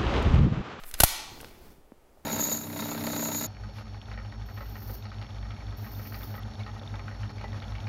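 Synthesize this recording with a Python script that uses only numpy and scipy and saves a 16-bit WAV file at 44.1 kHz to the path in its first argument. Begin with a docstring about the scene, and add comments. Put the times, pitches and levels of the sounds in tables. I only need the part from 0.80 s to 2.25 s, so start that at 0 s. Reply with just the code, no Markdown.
"""Large, live room: a pistol is reloaded close to a clip-on microphone.
The magazine ticks and scrapes into the grip, clacks and is slapped home: noise bursts, decaying modes, puffs.
The hands knock softly on the grip (falling sines) and sleeves rustle as the arms push forward (shaped noise).
The room answers by convolution with a noise tail; quiet air and a midrange wash lie underneath."""
import sys
import numpy as np
from scipy import signal
from scipy.fft import rfft, irfft
from scipy.io import wavfile
from scipy.ndimage import uniform_filter1d

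SR = 44100
rng = np.random.default_rng(int(sys.argv[2]) if len(sys.argv) > 2 else 0)


def wrap_up_sound(samples):
    """Save the sound to the file named by the first command line argument, as 16-bit audio."""
    columns = np.atleast_2d(samples).T
    # keep every value between -1 and 1, then stretch to whole-number steps
    tamed = np.clip(columns, -1, 1)
    steps = np.round(tamed * 32767).astype(np.int16)
    wavfile.write(sys.argv[1], SR, steps)


N = 63945
TIME_S = np.arange(N) / SR

# Quiet air, spectrum: f/Hz, level/dB
AIR_COLOUR = [(20, 14), (60, 8), (150, -6.5), (400, 0), (800, -3.5), (1600, -16), (4000, -24.5),
              (8000, -24.5), (16000, -28.5)]
AIR_DB = -59.5
# Soft midrange wash, level curve: t/s, level/dB
WASH_LEVEL = [(0, -52.5), (.1, -63), (.2, -52.5), (.5, -75.5)]
# Wash spectrum: f/Hz, level/dB
WASH_COLOUR = [(300, -22.5), (750, 5.5), (1000, -14), (1230, 12), (1500, -4), (1750, 3), (2300, 3),
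               (4500, -6.5), (8000, -12.5), (16000, -11)]

# Room decay: f/Hz, t60/s
ROOM_T60 = [(100, .5), (400, 0.54), (850, 1), (2000, 0.78), (4500, 0.86), (6500, .7), (9000, 0.51),
            (15000, 0.26)]
# Room spectrum: f/Hz, level/dB
ROOM_COLOUR = [(60, -34), (250, -21), (500, -6.5), (700, -6.5), (860, 2.5), (1100, -0.5), (1450, -2.5),
               (2100, 4.5), (3000, 4), (4800, 1), (6000, 1.5), (8500, -3), (11000, -2.5), (15000, 5.5)]
ROOM_DB, ROOM_DELAY_S, ROOM_BUILD_S, CLOSE_TO_ROOM_DB = -11, 0.0054, 0.035, -9.5

# Rumble of the moving arms, level curve: t/s, level/dB
SWAY_LEVEL = [(0, -43), (.05, -44.5), (.15, -49.5), (.25, -34), (.35, -39.5), (.5, -56), (.63, -52.5),
              (.75, -60), (.88, -55), (1, -64), (1.45, -69)]
# Rumble spectrum: f/Hz, level/dB
RUMBLE_COLOUR = [(3, -14), (12, 7.5), (30, -12.5), (60, -22), (150, -48), (500, -90.5)]
# Sleeve rustle, level curve: t/s, level/dB
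SLEEVE_LEVEL = [(0, -69), (.15, -58.5), (.3, -55), (.47, -53.5), (.53, -49), (.65, -48), (.73, -54),
                (.86, -52), (.92, -53), (.99, -64.5), (1.1, -78), (1.3, -70), (1.45, -64)]
# Cloth spectrum: f/Hz, level/dB
CLOTH_COLOUR = [(40, 8), (150, -1), (380, 1.5), (600, -9), (1500, -14.5), (2800, -23.5), (5000, -19.5),
                (8000, -25.5), (12500, -21), (16000, -20)]

# Dull knocks of the hands on the grip: t/s, level/dB, settled f/Hz, fade/s
KNOCKS = [(0.516, -42, 112.3, 0.016), (0.6311, -25, 394, 0.00076), (0.6432, -38.5, 199, 0.0034),
          (0.981, -48, 147, 0.0051), (1.12, -34, 231.5, 0.0035), (1.373, -48.5, 614, 0.0036)]
KNOCK_DROP_HZ, KNOCK_DROP_S, KNOCK_RISE_S = 1190, 0.00051, 0.00038
# Air pushed by the palm: t/s, pressure/dB, swell/s
PUSHES = [(0.139, -32, 0.0033), (0.206, -16.5, 0.0019), (0.2375, -10.5, 0.0011)]
MIC_BASS_HZ = 23.4

# Magazine sliding, level curve: t/s, level/dB
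SLIDE_LEVEL = [(0, -70.5), (.045, -61.5), (.072, -46), (.105, -50), (.13, -63), (.17, -63), (.19, -42),
               (.204, -38), (.215, -81)]
# Slide spectrum: f/Hz, level/dB
SLIDE_COLOUR = [(300, -14.5), (1800, 2), (3000, -11), (6000, -9), (9000, 0), (12500, 5), (16000, -1)]
# Magazine modes as it seats: f/Hz, level/dB, t60/s
MAGAZINE_MODES = [(346.6, -13, 0.017), (735, 0, .012), (1407, -9.5, 0.015), (4240, -14, 0.017),
                  (9080, -33, 0.28), (9900, -43, .2), (10360, -10, .026), (11350, -11, 0.039),
                  (11500, -18, .025), (12200, -42, .16), (12800, -42, .17), (12935, -42, 0.18),
                  (14600, -47, .18)]
SEAT_S, SEAT_RISE_S = 0.2349, 0.00077

# Steel touching steel: t/s, level/dB, fade/s, low edge f/Hz, high edge f/Hz, body ring re level/dB
CONTACTS = [(0.0362, -38, 0.0025, 793, 3800, -7), (.0415, -40, .002, 700, 1670, -4),
            (0.112, -34.5, .0014, 1200, 13000, -9), (0.137, -43, 0.001, 896, 9060, -12),
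            (0.1402, -23.5, .0016, 1490, 10800, -5), (0.147, -37, 0.0047, 700, 3950, -10),
            (0.2012, -12, 0.0018, 350, 16050, -9), (0.2035, -9, 0.0033, 300, 16000, -4),
            (.2062, -12.5, .0016, 350, 16000, -7), (0.2142, -25, 0.0013, 500, 12000, -4),
            (0.2178, -20.5, 0.0041, 898, 16120, -8), (.2346, -11, 0.0038, 900, 15700, -13),
            (0.2362, -9, 0.0045, 1401, 16400, -13.5), (0.2447, -19.5, .004, 906, 15870, -12.5),
            (.2470, -23.5, 0.0035, 899, 15860, -12.5), (0.6036, -34.5, 0.00097, 1100, 1880, 2.5),
            (0.6112, -36.5, 0.0019, 4000, 13900, -15), (.6450, -34.5, 0.0017, 702, 2790, -4.5),
            (.6830, -49, 0.0013, 2800, 4220, -2)]
# Contact crack spectrum: f/Hz, level/dB
CRACK_COLOUR = [(100, 0), (400, 7), (1100, -0.5), (2000, -1), (3000, -2.5), (5000, -1), (8000, -0.5),
                (10500, 5.5), (13500, 2.5), (16000, -2.5)]
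CRACK_RISE_S = 0.00026
# Modes of the hand-damped pistol: f/Hz, level/dB, t60/s
BODY_MODES = [(420, -8, 0.027), (1512, -4.5, .02), (2710, -4, 0.014), (2864, -7.5, 0.024),
              (3550, -6.5, .02), (4170, -6, 0.022), (4960, -5.5, 0.03), (6220, -6, .018), (8020, -21, .018),
              (9430, -8.5, .02), (10107, -5, 0.027), (10300, -6, .018), (11830, -6.5, .02),
              (15350, -11, .02)]

BAND_LIMIT_HZ = 15850


def amp(db):
    """Decibels to gain."""
    return 10 ** (np.asarray(db) / 20)


def evened(x):
    """Scales to rms 1."""
    return x / np.sqrt(np.mean(x ** 2) + 1e-20)


def read(points, hz):
    """Interpolates a spectrum on a log-frequency axis."""
    point_hz, value = np.transpose(points)
    return np.interp(np.log(hz + 1), np.log(point_hz), value)


def level(points):
    """Level curve as gain over time, linear in dB."""
    return amp(np.interp(TIME_S, *np.transpose(points)))


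def add(mix, start_s, sound):
    """Mixes a sound in at start_s, cut at the end of the mix."""
    part = mix[max(round(start_s * SR), 0):][:len(sound)]
    part += sound[:len(part)]


def edges(hz, low_hz, high_hz):
    """Gain between a soft low edge and a soft high edge."""
    low_gain = 1 / np.hypot(1, (low_hz / hz) ** 2)
    high_gain = 1 / np.hypot(1, (hz / high_hz) ** 2)
    return low_gain * high_gain


def shaped(x, colour, low_hz=0, high_hz=SR):
    """Keeps the phases of x, imposes a smooth spectrum between two soft edges; rms 1."""
    hz = np.fft.rfftfreq(len(x), 1 / SR) + 1
    gain = amp(read(colour, hz)) * edges(hz, low_hz, high_hz)
    phase = np.angle(rfft(x))
    return evened(irfft(gain * np.exp(1j * phase), len(x)))


def noise(colour):
    """Steady noise of rms 1 with a given spectrum."""
    return shaped(rng.standard_normal(N), colour)


def rubbing(curve, colour, grain_db, grain_s):
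    """Friction: hiss whose level fluctuates in small clumps."""
    clumps = evened(uniform_filter1d(rng.standard_normal(N), max(int(grain_s * SR), 2)))
    hiss = noise(colour) * amp(grain_db * clumps)
    return level(curve) * evened(hiss)


def ring(modes, t, scatter_turns, low_hz=0, high_hz=SR):
    """Exponentially decaying modes within the edges of the blow, start phases random up to scatter."""
    out = np.zeros(len(t))
    for hz, db, t60_s in modes:
        decay = np.exp(-np.log(1000) * t / t60_s)
        swing = np.sin(2 * np.pi * (hz * t + scatter_turns * rng.random()))
        out += amp(db) * edges(hz, low_hz, high_hz) * decay * swing
    return out


def air_and_wash():
    """Steady quiet air under a midrange wash that dips, swells and fades."""
    return amp(AIR_DB) * noise(AIR_COLOUR) + level(WASH_LEVEL) * noise(WASH_COLOUR)


def room(x):
    """Diffuse tail: delayed, slow to build, decay rate set per frequency, highest treble lost first."""
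    flat_noise = noise([(20, 0), (20000, 0)])
    hz, t, bins = signal.stft(flat_noise, SR, nperseg=256)
    decay = np.exp(-np.log(1000) * t / read(ROOM_T60, hz)[:, None])
    tail = signal.istft(bins * decay, SR, nperseg=256)[1][:N]
    tail = tail * (1 - np.exp(-np.maximum(TIME_S - ROOM_DELAY_S, 0) / ROOM_BUILD_S))
    tail = tail / np.linalg.norm(tail)
    colour = amp(ROOM_DB + read(ROOM_COLOUR, np.fft.rfftfreq(2 * N, 1 / SR)))
    return irfft(rfft(x, 2 * N) * rfft(tail, 2 * N) * colour)[:N]


def arms():
    """Sleeves rub as grainy hiss; the moving arms add low rumble."""
    rustle = rubbing(SLEEVE_LEVEL, CLOTH_COLOUR, grain_db=1.5, grain_s=0.0023)
    return rustle + level(SWAY_LEVEL) * noise(RUMBLE_COLOUR)


def knocks():
    """Hands on the grip: a few damped swings, quick at first and then slower."""
    out, t = np.zeros(N), TIME_S[:SR // 10]
    for start_s, db, settled_hz, fade_s in KNOCKS:
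        hz = settled_hz + KNOCK_DROP_HZ * np.exp(-t / KNOCK_DROP_S)
        turns = np.cumsum(hz) / SR
        envelope = (1 - np.exp(-t / KNOCK_RISE_S)) * np.exp(-t / fade_s)
        add(out, start_s, amp(db) * envelope * np.sin(2 * np.pi * turns))
    return out


def pushes():
    """Each palm blow sends a puff of pressure into the microphone, high-passed at its bass limit."""
    out = np.zeros(N)
    for start_s, db, swell_s in PUSHES:
        u = TIME_S / swell_s
        add(out, start_s, amp(db) * u ** 2 * np.exp(-u) * 2)
    return signal.lfilter(*signal.butter(1, MIC_BASS_HZ, "high", fs=SR), out)


def slide():
    """The magazine scrapes into the grip: grainy friction hiss."""
    return rubbing(SLIDE_LEVEL, SLIDE_COLOUR, grain_db=3.5, grain_s=0.0015)


def seating():
    """The magazine hits its stop: its modes give a hollow clack and a thin, high ring."""
    out = np.zeros(N)
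    onset = 1 - np.exp(-TIME_S / SEAT_RISE_S)
    add(out, SEAT_S, -onset * ring(MAGAZINE_MODES, TIME_S, scatter_turns=0))
    return out


def contacts():
    """Each touch is a brief crackle of steel that rings the pistol's body; returns both."""
    cracks, rings, t = np.zeros(N), np.zeros(N), TIME_S[:SR // 16]
    for start_s, db, fade_s, low_hz, high_hz, ring_db in CONTACTS:
        onset = amp(db) * (1 - np.exp(-t / CRACK_RISE_S))
        envelope = onset * np.exp(-t / fade_s)
        crack = shaped(envelope * rng.standard_normal(len(t)), CRACK_COLOUR, low_hz, high_hz)
        crack = crack * np.exp(-(t / fade_s / 10) ** 2)  # trims what shaping smears late
        crack *= np.linalg.norm(envelope) / np.linalg.norm(crack)  # energy of the envelope
        add(cracks, start_s, crack)
        body = ring(BODY_MODES, t, 1, low_hz, high_hz)
        add(rings, start_s, onset * amp(ring_db) * body)
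    return cracks, rings


def scene():
    """Cracks and slide fill the room; rings, clack and knocks feed it less; the rest stays dry."""
    cracks, rings = contacts()
    bright = cracks + slide()
    close = rings + seating() + knocks()
    reverb = room(bright + amp(CLOSE_TO_ROOM_DB) * close)
    mix = bright + close + reverb + pushes() + arms() + air_and_wash()
    return mix[None]


def record(dry):
    """Rounds off peaks near full scale, then limits the band."""
    held = dry / (1 + dry ** 4) ** (1 / 4)
    lowpass = signal.firwin(511, BAND_LIMIT_HZ, window=("kaiser", 9), fs=SR)
    return signal.oaconvolve(held, lowpass[None], "same")


dry = scene()
out = record(dry)
wrap_up_sound(out)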